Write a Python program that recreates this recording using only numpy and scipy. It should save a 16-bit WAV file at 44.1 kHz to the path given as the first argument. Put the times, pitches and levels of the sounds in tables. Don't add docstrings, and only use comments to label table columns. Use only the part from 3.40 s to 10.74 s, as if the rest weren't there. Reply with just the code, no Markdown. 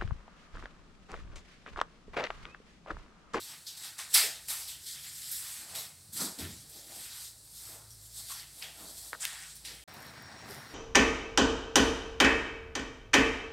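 import sys
import numpy as np
from scipy import signal
from scipy.fft import rfft, irfft, next_fast_len
from scipy.io import wavfile
from scipy.ndimage import uniform_filter1d, map_coordinates

SR = 44100
rng = np.random.default_rng(int(sys.argv[2]) if len(sys.argv) > 2 else 0)


def store_wav(level_fs):
    pcm = np.round(np.clip(np.atleast_2d(level_fs), -1, 1) * 32767)
    wavfile.write(sys.argv[1], SR, pcm.T.astype(np.int16))


def gain_from_decibels(decibels):
    exponent = np.asarray(decibels, float) / 20
    return 10 ** exponent


N = 323694

# (time [s], peak level [dB], wood above it [dB], grit above it [dB])
LANDINGS = [(0.2726, -31, -13, -1), (0.371, -31, -19, -9), (0.5803, -37, -25, -16), (0.7433, -9, -30, 7),
            (1.086, -14, -12.5, -3), (1.4534, -40, -38, -2), (1.6392, -25, -31, -4), (1.724, -40, -24, -18),
            (1.916, -18.5, -48, 5.5), (2.3513, -24, -1.5, -0.5), (2.732, -37, -28, 2),
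            (2.7636, -23, -14, -14.5), (2.805, -19, -7, -14), (2.9873, -15.5, -14.5, -14),
            (3.296, -40.5, -11, 9), (4.5042, -66, -37, -22), (4.894, -43, -21, -12), (5.224, -13, -38, -32),
            (5.801, -30, -25, -17), (6.1544, -32, -35, -6), (6.252, -14.5, -21, -18)]
# (time [s], peak level [dB], pitch [Hz], life
KNOCKS = [ (.2686, -30, 4500, 1.5), (.5833, -29, 7000, 1), (.5916, -24, 7500, 1), (.7453, -8, 8900, 2.6),
          (.7483, -16, 4600, 1.5), (.7763, -15, 4800, 1.5), (.7806, -15, 4200, 1.5), (1.1016, -22, 8000, 1),
          (2.8068, -18.5, 5500, 1), (2.75, -53, 170, 1.5), (2.806, -43, 300, 2), (2.826, -43, 190, 2),
          (2.851, -43, 325, 4.5), (2.84, -46, 250, 4), (2.736, -56, 220, 2), (2.866, -46, 200, 2),
          (3.062, -50, 380, 3), (.848, -46, 430, 6), (.868, -59, 300, 4), (.89, -54, 440, 6),
          (4.905, -45, 1150, 4), (4.922, -44, 1100, 5), (2.9, -50, 190, 2), (2.996, -44, 280, 2),
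          (3.017, -42, 300, .8), (3.028, -40, 170, .6), (3.039, -42, 220, .6), (3.039, -45, 88, 3),
          (3.053, -42, 190, .8), (3.1, -48, 210, 2), (4.9232, -32, 7800, 1.5), (5.2236, -33, 2600, 1.6),
          (5.2243, -33, 5000, 3), (5.2252, -35, 3700, 2), (5.2262, -32, 5000, 2.5),
          (5.2268, -35, 2500, 1.6), (5.5815, -36, 7000, 1), (5.7318, -21, 1500, .7),
          (5.7319, -31, 3600, .9), (5.7338, -40, 550, .7), (5.7418, -42, 1300, 1.5),
          (5.748, -41, 1700, 1.5), (5.738, -40, 1580, 2), (5.7451, -40, 1370, 1.5), (5.7502, -32, 1300, .8),
          (5.7503, -41, 4800, 1.5), (5.7535, -42, 1500, 1.5), (5.8518, -25, 5500, 1),
          (5.85235, -19, 11500, .9), (5.85315, -16, 3000, .85), (5.85315, -22, 6200, 1.6),
          (5.85315, -18.5, 11800, 1.5), (5.853, -26, 14500, 2)]
# (time [s], peak level [dB], pitch [Hz], life [cycles])
SAND = [(1.7302, -37, 8400, 2), (2.3556, -29, 13000, 2), (2.7327, -34, 8000, 1.5), (2.7372, -33, 9400, 2),
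        (2.7818, -30, 9200, 2), (2.9905, -31, 8400, 1.5), (3.2958, -38, 11300, 1.5), (3.2997, -39, 8100, 2),
        (4.1693, -38, 7500, 2), (4.5057, -42, 7800, 3), (4.5065, -49, 5500, 6), (4.511, -51, 5700, 8),
        (4.5165, -49, 5600, 8), (4.523, -49, 5700, 5), (4.527, -48, 5700, 9), (4.5345, -49, 5500, 4),
        (4.55, -51, 5500, 4), (4.5548, -48, 5300, 4), (2.3532, -36, 3600, 3), (2.3618, -32, 9000, 2),
        (2.3873, -33, 4200, 3), (2.9888, -33, 4500, 2), (5.1928, -37, 11900, 2), (5.4075, -39, 11600, 2),
        (5.8017, -38, 7900, 3), (5.9309, -30, 7300, 1), (5.9412, -34, 8300, 1.2), (5.9497, -32, 9000, 1),
        (5.9915, -35, 11500, 1), (6.004, -34, 12000, .8), (6.025, -36, 5500, 1.5), (6.037, -36, 5500, 1.5),
        (6.1545, -39, 12500, 1), (6.1555, -37, 8400, 2), (6.1629, -38, 13700, 2), (6.1672, -36, 8600, 2),
        (6.1676, -41, 14000, 2), (6.2542, -36, 8100, 1.5), (6.2535, -36, 4500, 1.5),
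        (6.3517, -41, 13400, 2)]
# (frequency [Hz], density [dB])
SOLE_SPECTRUM = [(240, -34), (400, -21), (432, -8.5), (527, -12), (684, -6.5), (1050, -9), (1640, -10.5),
                 (1800, -8), (2850, -8), (3500, -7.5), (4350, -6), (5300, -7.5), (6410, -9), (7830, 0.5),
                 (12400, 5.5), (15600, -11.5)]
# (frequency [Hz], density [dB])
BOARD_SPECTRUM = [(71, -36), (120, -6), (156, -2), (326, 0), (417, -1), (800, 1), (1760, -120)]
# (frequency [Hz], density [dB])
HUSH_SPECTRUM = [(18, -33), (30, -2), (85, 1.5), (144, -1.5), (422, -4), (1300, -8), (1520, -7),
                 (2310, -13), (3000, -12), (4220, 2), (6580, -3), (8330, 4), (12300, -4.5), (15600, -11.5)]
# (time [s], firing tone level [dB], load as its octave above it [dB])
ENGINE = [(0.0, -87, -18), (.8, -73, -13), (1.05, -63, -28), (1.5, -72, -6), (2.05, -64, -2),
          (2.35, -83, -1), (2.9, -86, 1), (3.1, -63, -9.5), (4.2, -61.5, -4.5), (4.5, -57, 0),
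          (5.05, -57, -8.5), (5.2, -60, -24), (5.4, -58, -12), (5.75, -59, -20), (6.44, -56.5, -23)]
# (frequency [Hz], decay time t60 [s])
ROOM_T60 = [(300, 0.081), (1500, 1), (5000, 0.48), (12000, 0.28)]
# (frequency [Hz], width [Hz], level [dB])
ROOM_MODES = [(80, 20, -73), (145, 14, -73.5)]
# (frequency [Hz], density [dB])
TOWN_SPECTRUM = [(18, -46), (30, -14), (103, -1.5), (233, -4.5), (374, -10.5), (801, -11.5), (1810, -7.5),
                 (3310, -24), (4420, -20), (5310, -21.5), (5740, -22), (6210, -26), (10500, -23.5),
                 (14000, -26), (16000, -37)]
# (time [s], peak level [dB], pitch [Hz], life [cycles])
ALLEY_TICKS = [(6.4832, -51, 14300, 2), (6.4949, -44, 11000, 1), (6.538, -45, 14500, 3),
               (6.5403, -38, 14300, 3), (6.5435, -44, 14500, 3), (6.6035, -42, 13500, 3),
               (6.6214, -43, 7700, 2), (6.6261, -41, 12600, 3), (6.6293, -44, 7900, 2),
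               (6.6674, -38, 12850, 3), (6.8244, -52, 14300, 30), (6.8215, -52, 13500, 2),
               (7.0856, -45, 10500, 1.5), (7.1088, -36, 8700, 1.5), (7.1086, -40, 13000, 1.5),
               (7.1093, -44, 5050, 14), (7.111, -48, 5850, 8), (7.1467, -37, 7700, 2),
               (7.1469, -39, 12500, 1.5)]
# (time [s], peak level [dB], pitch [Hz], life [cycles])
STONE_STEP = [(7.107, -36.5, 402, 6.4), (7.12, -41, 517, 4), (7.144, -46, 805, 4), (7.175, -41, 135.1, 4),
              (7.31, -46, 450, 8), (6.857, -41, 95, 2), (6.91, -46.5, 800, 27)]
# (time [s], level [dB], run-up [s], hold [s])
SWISHES = [
    (6.48, -70, 0.022, .03),
    (6.542, -64, .015, 0.046),
    (6.64, -63, 0.096, .01),
    (7.109, -54, 0.046, .01),
    (7.175, -72, 0.066, 0.0092),
    (7.32, -71, .1, .02),
]
# (time [s], length [s], level [dB])
CHIRPS = [(6.492, .036, -66), (6.54, .035, -68), (6.59, 0.021, -71), (6.616, .028, -64), (6.655, .022, -65),
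          (6.684, .022, -65), (6.725, .022, -72), (6.768, .054, -67), (6.83, 0.027, -61),
          (6.863, 0.026, -61), (6.912, .034, -66), (6.958, 0.069, -63), (7.045, .022, -69),
          (7.084, 0.033, -64), (7.135, .036, -68), (7.18, 0.039, -64), (7.245, .02, -69),
          (7.277, .018, -66), (7.3, .024, -64), (7.33, .03, -65.5)]
# (frequency [Hz], width [Hz], level [dB], phase [rad])
PORTS = [(1933, 440, -11.5, 0.56), (9620, 780, -11, 2.1)]
# (time [s], rasp level [dB], slide [s], grit above it [dB], dust above it [dB])
GRIPS = [(0.272, -43.5, 0.0074, -8.5, -9), (.588, -45, 0.015, 1.5, -9.5), (0.746, -25, 0.032, -2.5, -3.5),
         (1.101, -41.5, 0.01, -1, 2), (1.087, -50, .01, 9.5, 0), (.372, -52.5, .01, -2, -2),
         (1.278, -47, 0.025, -2.5, -1.5), (1.918, -51, 0.0063, 1, 10), (1.465, -47, 0.081, 0, -5),
         (2.353, -46, 0.061, 0, 0), (2.734, -50.5, 0.038, 3.5, 3.5), (2.993, -46, 0.045, -4, -3),
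         (3.1, -58.5, 0.11, 3, -6), (4.508, -65, 0.0078, 5, 4), (5.23, -50, 0.011, -12, -3),
         (5.805, -53, .01, 3, -8), (5.822, -47, 0.016, 4, -7), (5.841, -52, 0.0081, 7.5, -5),
         (5.87, -52, .25, 2.5, -9), (6.155, -58, .015, -0.5, -4), (6.251, -50, 0.075, -5, -11),
         (6.254, -50, .008, -3, -12)]
# (time of full speed [s], rasp level [dB], run-up [s], slide [s], brightness [dB])
DRAGS = [(0.0, -50, .1, 0.12, -1.5), (0.449, -46.5, 0.096, 0.0033, -2), (.71, -54, 0.022, .03, 3.5),
         (1.22, -48.5, 0.16, 0.012, 2.5), (1.651, -55, 0.1, 0.039, -9), (1.96, -47.5, 0.4, .25, 4),
         (1.44, -54, 0.046, .01, 0), (2.3, -55, 0.046, 0.027, 3.5), (2.77, -42, 0.012, 0.008, 0.5),
         (2.808, -41.5, 0.01, 0.0069, 3), (3.37, -56.5, 0.15, 0.025, -0.5), (3.56, -53, 0.18, 0.095, 3),
         (3.78, -50.5, 0.15, 0.068, 2), (4.05, -72, 0.034, 0.039, 6.5), (4.17, -57.5, 0.084, 0.14, 5.5),
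         (4.33, -56.5, 0.25, 0.025, 3.5), (4.66, -62.5, 0.14, 0.004, 5.5), (4.78, -52.5, 0.093, 0.018, 4.5),
         (4.915, -46, 0.07, 0.011, 1.5), (4.985, -54, .03, 0.027, -4.5), (5.2, -56, 0.11, .005, 4),
         (5.42, -58.5, 0.13, 0.02, 5), (5.505, -54.5, 0.11, .005, 2), (5.575, -54, 0.063, 0.12, 3.5),
         (5.77, -63, 0.14, 0.013, -17)]
# (time [s], level
# [dB], height above the joists [octaves], run-up [s], hold [s])
FLOOR_LOADS = [(0.83, -50, 1.16, 0.071, 0.027), (2.34, -56, -1, 0.07, 0.056), (2.815, -44, 0.4, 0.017, 0.029),
               (2.994, -46.5, 0.2, 0.015, 0.038), (3.008, -48, -0.9, 0.029, 0.13),
               (3.365, -60.5, 0.7, 0.08, 0.086), (3.516, -60, 1.2, 0.033, 0.065), (3.596, -67, 2, .05, .04),
               (0.03, -66, -0.8, .05, 0.29), (2.203, -69, 0, .06, .03), (2.764, -47.5, -0.5, 0.016, 0.075),
               (4.305, -61.5, 0.6, 0.072, 0.043), (5.236, -57, 1.4, 0.061, 0.05),
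               (5.418, -56.5, 0.3, 0.055, 0.067), (5.44, -67, -1.6, .05, .08), (6.3, -59.5, .5, .08, 0.036),
               (3.55, -61.5, -.5, .2, .1), (.575, -63, 2, .012, .005), (5.391, -52.5, 1.43, 0.032, 0.06),
               (5.728, -57.5, 1, 0.013, 0.0049), (5.747, -48, 4, 0.036, .005), (6.3, -59.5, 2.2, 0.072, 0.014),
               (0.115, -56, 2.41, 0.12, 0.026), (0.458, -53.5, 2.28, 0.12, 0.0045),
        (0.593, -46, 2.37, 0.012, .005), (0.757, -31, 2.75, 0.013, 0.018),
        (1.104, -48, 2.24, 0.0066, 0.021), (1.19, -61, 1.6, .05, 0.034), (1.563, -53, 3.05, 0.05, 0.03),
        (2.063, -56, 2.5, 0.19, 0.36), (2.37, -50.5, 1.44, 0.12, 0.027), (2.804, -48.5, 1.95, 0.033, 0.025),
        (3.013, -51.5, 2.34, 0.046, 0.032), (3.793, -60, 2.35, 0.13, 0.015),
        (4.266, -60, 2.24, 0.08, 0.078), (4.37, -59, 1.7, 0.043, 0.025), (4.793, -63, 1.6, 0.037, .005),
        (4.904, -51.5, 2.24, 0.015, 0.024), (5.224, -49, 3.08, 0.015, 0.039),
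        (5.839, -45, 2.5, 0.023, 0.011), (1.786, -58.5, 2.95, .1, 0.14), (1.29, -51.5, 3.37, .03, .06),
        (1.645, -56.5, 2.77, .015, 0.041), (.44, -55, 3.4, .05, 0.043), (2.356, -52, 3.6, .02, 0.066),
        (.9, -51, 3.6, .04, .04), (3.645, -56.5, 2.93, 0.26, 0.13), (5.007, -57, 2.87, 0.15, 0.022),
        (5.64, -65, 1.5, 0.2, 0.028), (6.266, -55, 3.45, .01, 0.22), (5.919, -53, 2.54, 0.034, .12)]

SILENCE_FROM_S, SILENCE_TO_S = 6.439, 6.478
HUSH_DB, JOIST_DB, RUMBLE_DB = -55, -79, -70.5
FIRING_HZ = 55
RUN_UP_DB, GRIP_S, CONTACT_S = 13.5, 0.0089, 0.0088
SLIDE_DB_S = 19.5
GRIP_FADE_DB_S, DRAG_FADE_DB_S, DUST_FADE_DB_S, WOOD_FADE_DB_S, SWISH_FADE_DB_S = 149, 122, 27, 136, 81
DUST_FOLLOWS, DUST_DB = 0.78, -2.5
SLAT_DB, SLAT_BRIGHT = -11.5, 0.29
WOOD_UP_DB_OCT, WOOD_DOWN_DB_OCT = 14, 16
WALLS_DB, WALLS_STRETCH = -14, .2
OFF_CENTRE_DB = -14
TOP_HZ = 15830


def unit(x):
    return x / np.sqrt(np.mean(x ** 2) + 1e-20)


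def along(points, hz):
    f, v = np.transpose(points)
    return np.interp(np.log(hz + 1), np.log(f + 1), v)


def curves(rows):
    s, *cols = np.transpose(rows)
    return [np.interp(np.arange(N) / SR, s, c) for c in cols]


def wobble(rate):
    knots = rng.standard_normal(int(N * rate / SR) + 4)
    return map_coordinates(knots, [np.arange(N) * rate / SR])


def filtered(x, response):
    m = next_fast_len(len(x) + 8192)
    return irfft(rfft(x, m) * response(np.fft.rfftfreq(m, 1 / SR)), m)[:len(x)]


def band(x, spectrum, lo_hz, hi_hz):
    def response(hz):
        low_edge = 1 + (lo_hz / (hz + 1)) ** 16
        high_edge = 1 + (hz / hi_hz) ** 16
        return gain_from_decibels(along(spectrum, hz)) / np.sqrt(low_edge * high_edge)
    return unit(filtered(x, response))


def narrow(hz, width_hz, db):
    noise = rng.standard_normal(N)
    return gain_from_decibels(db) * unit(filtered(noise, lambda f: np.exp(-((f - hz) / width_hz) ** 2)))


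def patchy(depth_db, grain_db):
    z = signal.stft(rng.standard_normal(N + 512), nperseg=512)[2]
    field = rng.standard_normal(z.shape)
    field = uniform_filter1d(uniform_filter1d(field, 8, 0), 8, 1)
    x = signal.istft(z * gain_from_decibels(depth_db * unit(field)), nperseg=512)[1][:N]
    return x * gain_from_decibels(grain_db * wobble(500))


def tail(stretch):
    hz, t, z = signal.stft(rng.standard_normal(SR // 2), SR, nperseg=256)
    loss_db = 60 * t / (stretch * along(ROOM_T60, hz)[:, None])
    x = signal.istft(z * gain_from_decibels(-loss_db), SR, nperseg=256)[1]
    return x / np.linalg.norm(x)


def pings(rows, gain_db):
    out = np.zeros(N + SR)
    t = np.arange(-SR // 100, SR // 20) / SR
    for s, db, hz, cycles in rows:
        rise = np.where(t < 0, 2, 1)
        life = np.exp(-(t * hz / max(cycles, .3)) ** 2 * rise)
        swing = np.cos(2 * np.pi * hz * t) * life
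        balanced = swing - life * swing.sum() / life.sum()
        out[round(s * SR) - SR // 100:][:len(t)] += gain_from_decibels(db + gain_db) * balanced
    return out[:N]


def strokes(s, db, run_up, hold, fade_db_s):
    clock = np.arange(0, N / SR + .002, .002)
    t = clock - s[:, None]
    hold = np.abs(hold)[:, None]
    loss = RUN_UP_DB * np.maximum(-t, 0) / np.maximum(run_up, .003)[:, None]
    loss = loss + SLIDE_DB_S * np.clip(t, 0, hold)
    loss = loss + fade_db_s * np.maximum(t - hold, 0)
    power = (gain_from_decibels(db[:, None] - loss) ** 2).sum(axis=0)
    return np.interp(np.arange(N) / SR, clock, np.sqrt(power))


def load(octave):
    s, db, centre, run_up, hold = np.transpose(FLOOR_LOADS)
    slope = np.where(octave > centre, WOOD_UP_DB_OCT, WOOD_DOWN_DB_OCT)
    return strokes(s, db - slope * np.abs(octave - centre), run_up, hold, WOOD_FADE_DB_S)


def hush():
    return gain_from_decibels(HUSH_DB - 2.0) * band(rng.standard_normal(N), HUSH_SPECTRUM, 39, 17000)


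def drone():
    return sum(narrow(*mode) * gain_from_decibels(2.1 * wobble(3.58)) for mode in ROOM_MODES)


def engine():
    first_db, effort_db = curves(ENGINE)
    rumble = np.hypot(gain_from_decibels(RUMBLE_DB + 4.1 * wobble(5.2)), load(-0.89))
    turn = 2 * np.pi * np.cumsum(FIRING_HZ * (1 + 0.0258 * wobble(15))) / SR
    firing = gain_from_decibels(first_db - 5.0 + 1.5 * wobble(7.4)) * np.sin(turn)
    octave = gain_from_decibels(first_db + effort_db + 0.86 * wobble(3.6)) * np.sin(2 * turn)
    return firing + octave + gain_from_decibels(-4.0) * rumble * band(rng.standard_normal(N), HUSH_SPECTRUM, 76, 184)


def insect():
    hz, wander, wander_hz, edge_s, between_db = 5570, .0015, 40, .005, -74
    s, length, db = np.transpose(CHIRPS)
    clock = np.arange(SILENCE_TO_S, N / SR, edge_s / 2)
    t = clock - s[:, None]
    chirp = np.tanh(t / edge_s) - np.tanh((t - length[:, None]) / edge_s)
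    gate = (gain_from_decibels(db[:, None]) * chirp).sum(axis=0) + gain_from_decibels(between_db)
    turn = 2 * np.pi * np.cumsum(hz * (1 + wander * wobble(wander_hz))) / SR
    return np.interp(np.arange(N) / SR, clock, gate) * gain_from_decibels(wobble(27)) * np.sin(turn)


def alley():
    cloth = strokes(*np.transpose(SWISHES), SWISH_FADE_DB_S)
    rumble = np.hypot(gain_from_decibels(-56.5), gain_from_decibels(2.5) * cloth)
    town = np.hypot(gain_from_decibels(-53.5), gain_from_decibels(1) * cloth)
    hiss = np.hypot(gain_from_decibels(-59), gain_from_decibels(-0.5) * cloth)
    air = patchy(depth_db=1.3, grain_db=1.2)
    far = rumble * band(air, TOWN_SPECTRUM, 51, 790)
    far += town * band(air, TOWN_SPECTRUM, 700, 4040)
    far += hiss * band(air, TOWN_SPECTRUM, 3380, 9060)
    far += narrow(15100, 600, -78)
    near = cloth * band(patchy(depth_db=1.2, grain_db=2), TOWN_SPECTRUM, 9000, 16000)
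    return far + near + insect() + pings(ALLEY_TICKS, gain_db=0) + pings(STONE_STEP, gain_db=-9)


def knocks():
    x = pings(KNOCKS + SAND, gain_db=0)
    return x + gain_from_decibels(-14.5) * signal.fftconvolve(x, tail(0.086))[:N]


def squeak():
    start, end = 5.8057, 5.8358
    first_hz, last_hz, first_db, last_db = 700, 930, -34, -28
    share = np.linspace(0, 1, 400)
    slips = np.cumsum(first_hz + (last_hz - first_hz) * share) * (end - start) / len(share)
    at = np.interp(np.arange(int(slips[-1])), slips, share)
    rows = []
    for u in at:
        a, b = rng.standard_normal(2)
        db = first_db + u * (last_db - first_db) + 1.5 * a
        rows.append((start + u * (end - start), db, 7920 * (1 + 0.02 * b), 2.2))
    return pings(rows, gain_db=0)


def steps():
    out = np.zeros(N + 2 * SR)
    t = np.arange(SR // 4) / SR
    for s, db, wood_db, grit_db in LANDINGS:
        grain_gain = np.repeat(rng.standard_normal(len(t) // 25), 25)
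        grains = rng.standard_normal(len(t)) * gain_from_decibels(7 * grain_gain)
        colour = band(grains, SOLE_SPECTRUM, 1660, 6540)
        colour += gain_from_decibels(grit_db + 11.5) * band(grains, SOLE_SPECTRUM, 7100, 17000)
        colour += gain_from_decibels(wood_db + 4.5) * band(grains, SOLE_SPECTRUM, 500, 3100)
        burst = gain_from_decibels(db - 31.0) * colour * (1 - np.exp(-t / 0.0009)) * np.exp(-t / CONTACT_S)
        wet = gain_from_decibels(4.5) * signal.fftconvolve(burst, tail(1.0))
        start = round((s - .003) * SR)
        out[start:][:len(t)] += burst
        out[start + 130:][:len(wet)] += wet
    return out[:N]


def scuffs():
    strokes_made = [(s, db, GRIP_S, slide, grit, dust, GRIP_FADE_DB_S) for s, db, slide, grit, dust in GRIPS]
    for *row, bright in DRAGS:
        strokes_made.append((*row, bright, DUST_DB + DUST_FOLLOWS * bright, DRAG_FADE_DB_S))
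    s, db, run_up, slide, grit_db, dust_db, fade = np.transpose(strokes_made)
    fade = fade[:, None]
    rasp = strokes(s, db, run_up, slide, fade)
    grit = strokes(s, db + grit_db, run_up, slide, fade)
    dust = strokes(s, db + dust_db, run_up, slide, fade + DUST_FADE_DB_S)
    rubbed = strokes(s, db + SLAT_DB + SLAT_BRIGHT * grit_db, run_up, slide, fade)

    joist = np.hypot(load(0), gain_from_decibels(JOIST_DB))
    plank, board, block = load(0.63), load(1.09), load(1.946)
    slat = np.hypot(load(2.62), gain_from_decibels(-5.0) * rubbed)
    lath = np.hypot(gain_from_decibels(-2.0) * load(3.22), gain_from_decibels(-4.0) * slat)

    rub = patchy(depth_db=1.5, grain_db=0.5) * gain_from_decibels(0.88 * wobble(22.04))
    high = rasp * band(rub, SOLE_SPECTRUM, 3390, 5640)
    high += grit * band(rub, SOLE_SPECTRUM, 5410, 8830)
    high += dust * band(rub, SOLE_SPECTRUM, 11700, 22000)

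    wood = patchy(depth_db=1.4, grain_db=1.1)
    low = joist * band(wood, BOARD_SPECTRUM, 147, 328)
    low += gain_from_decibels(-5.5) * plank * band(wood, BOARD_SPECTRUM, 326, 560)
    low += gain_from_decibels(-3.0) * board * band(wood, SOLE_SPECTRUM, 490, 786)
    low += block * band(wood, SOLE_SPECTRUM, 845, 1420)
    low += slat * band(wood, SOLE_SPECTRUM, 1510, 2460)
    low += lath * band(wood, SOLE_SPECTRUM, 2930, 3380)
    return high + low


def case_difference(hz):
    return sum(gain_from_decibels(db) * np.exp(1j * phase - np.abs((hz - centre) / width) ** 1.74)
               for centre, width, db, phase in PORTS)


def scene():
    t = np.arange(N) / SR
    rub = scuffs()
    walls = gain_from_decibels(WALLS_DB) * signal.fftconvolve(rub, tail(WALLS_STRETCH))[:N]
    flat = hush() + drone() + engine() + knocks() + squeak() + steps() + rub + walls
    leaving = np.clip((SILENCE_FROM_S - t) / 0.00068, 0, 1)
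    arriving = np.clip((t - SILENCE_TO_S) / 0.002 + 1, 0, 1) ** 2
    mid = flat * leaving + alley() * arriving
    side = filtered(mid, case_difference) + pings(KNOCKS[-6:], OFF_CENTRE_DB)
    return np.array([mid + side, mid - side])


def low_pass(x):
    return signal.sosfilt(signal.butter(12, 16420, fs=SR, output="sos"), x)


def record(dry):
    def response(hz):
        lift_db = np.clip((hz - 13500) / 500, 0, 4)
        return gain_from_decibels(lift_db) * (hz < TOP_HZ)
    mix = np.array([filtered(port, response) for port in dry])
    return low_pass(mix)


dry = scene()
out = record(dry)
store_wav(out)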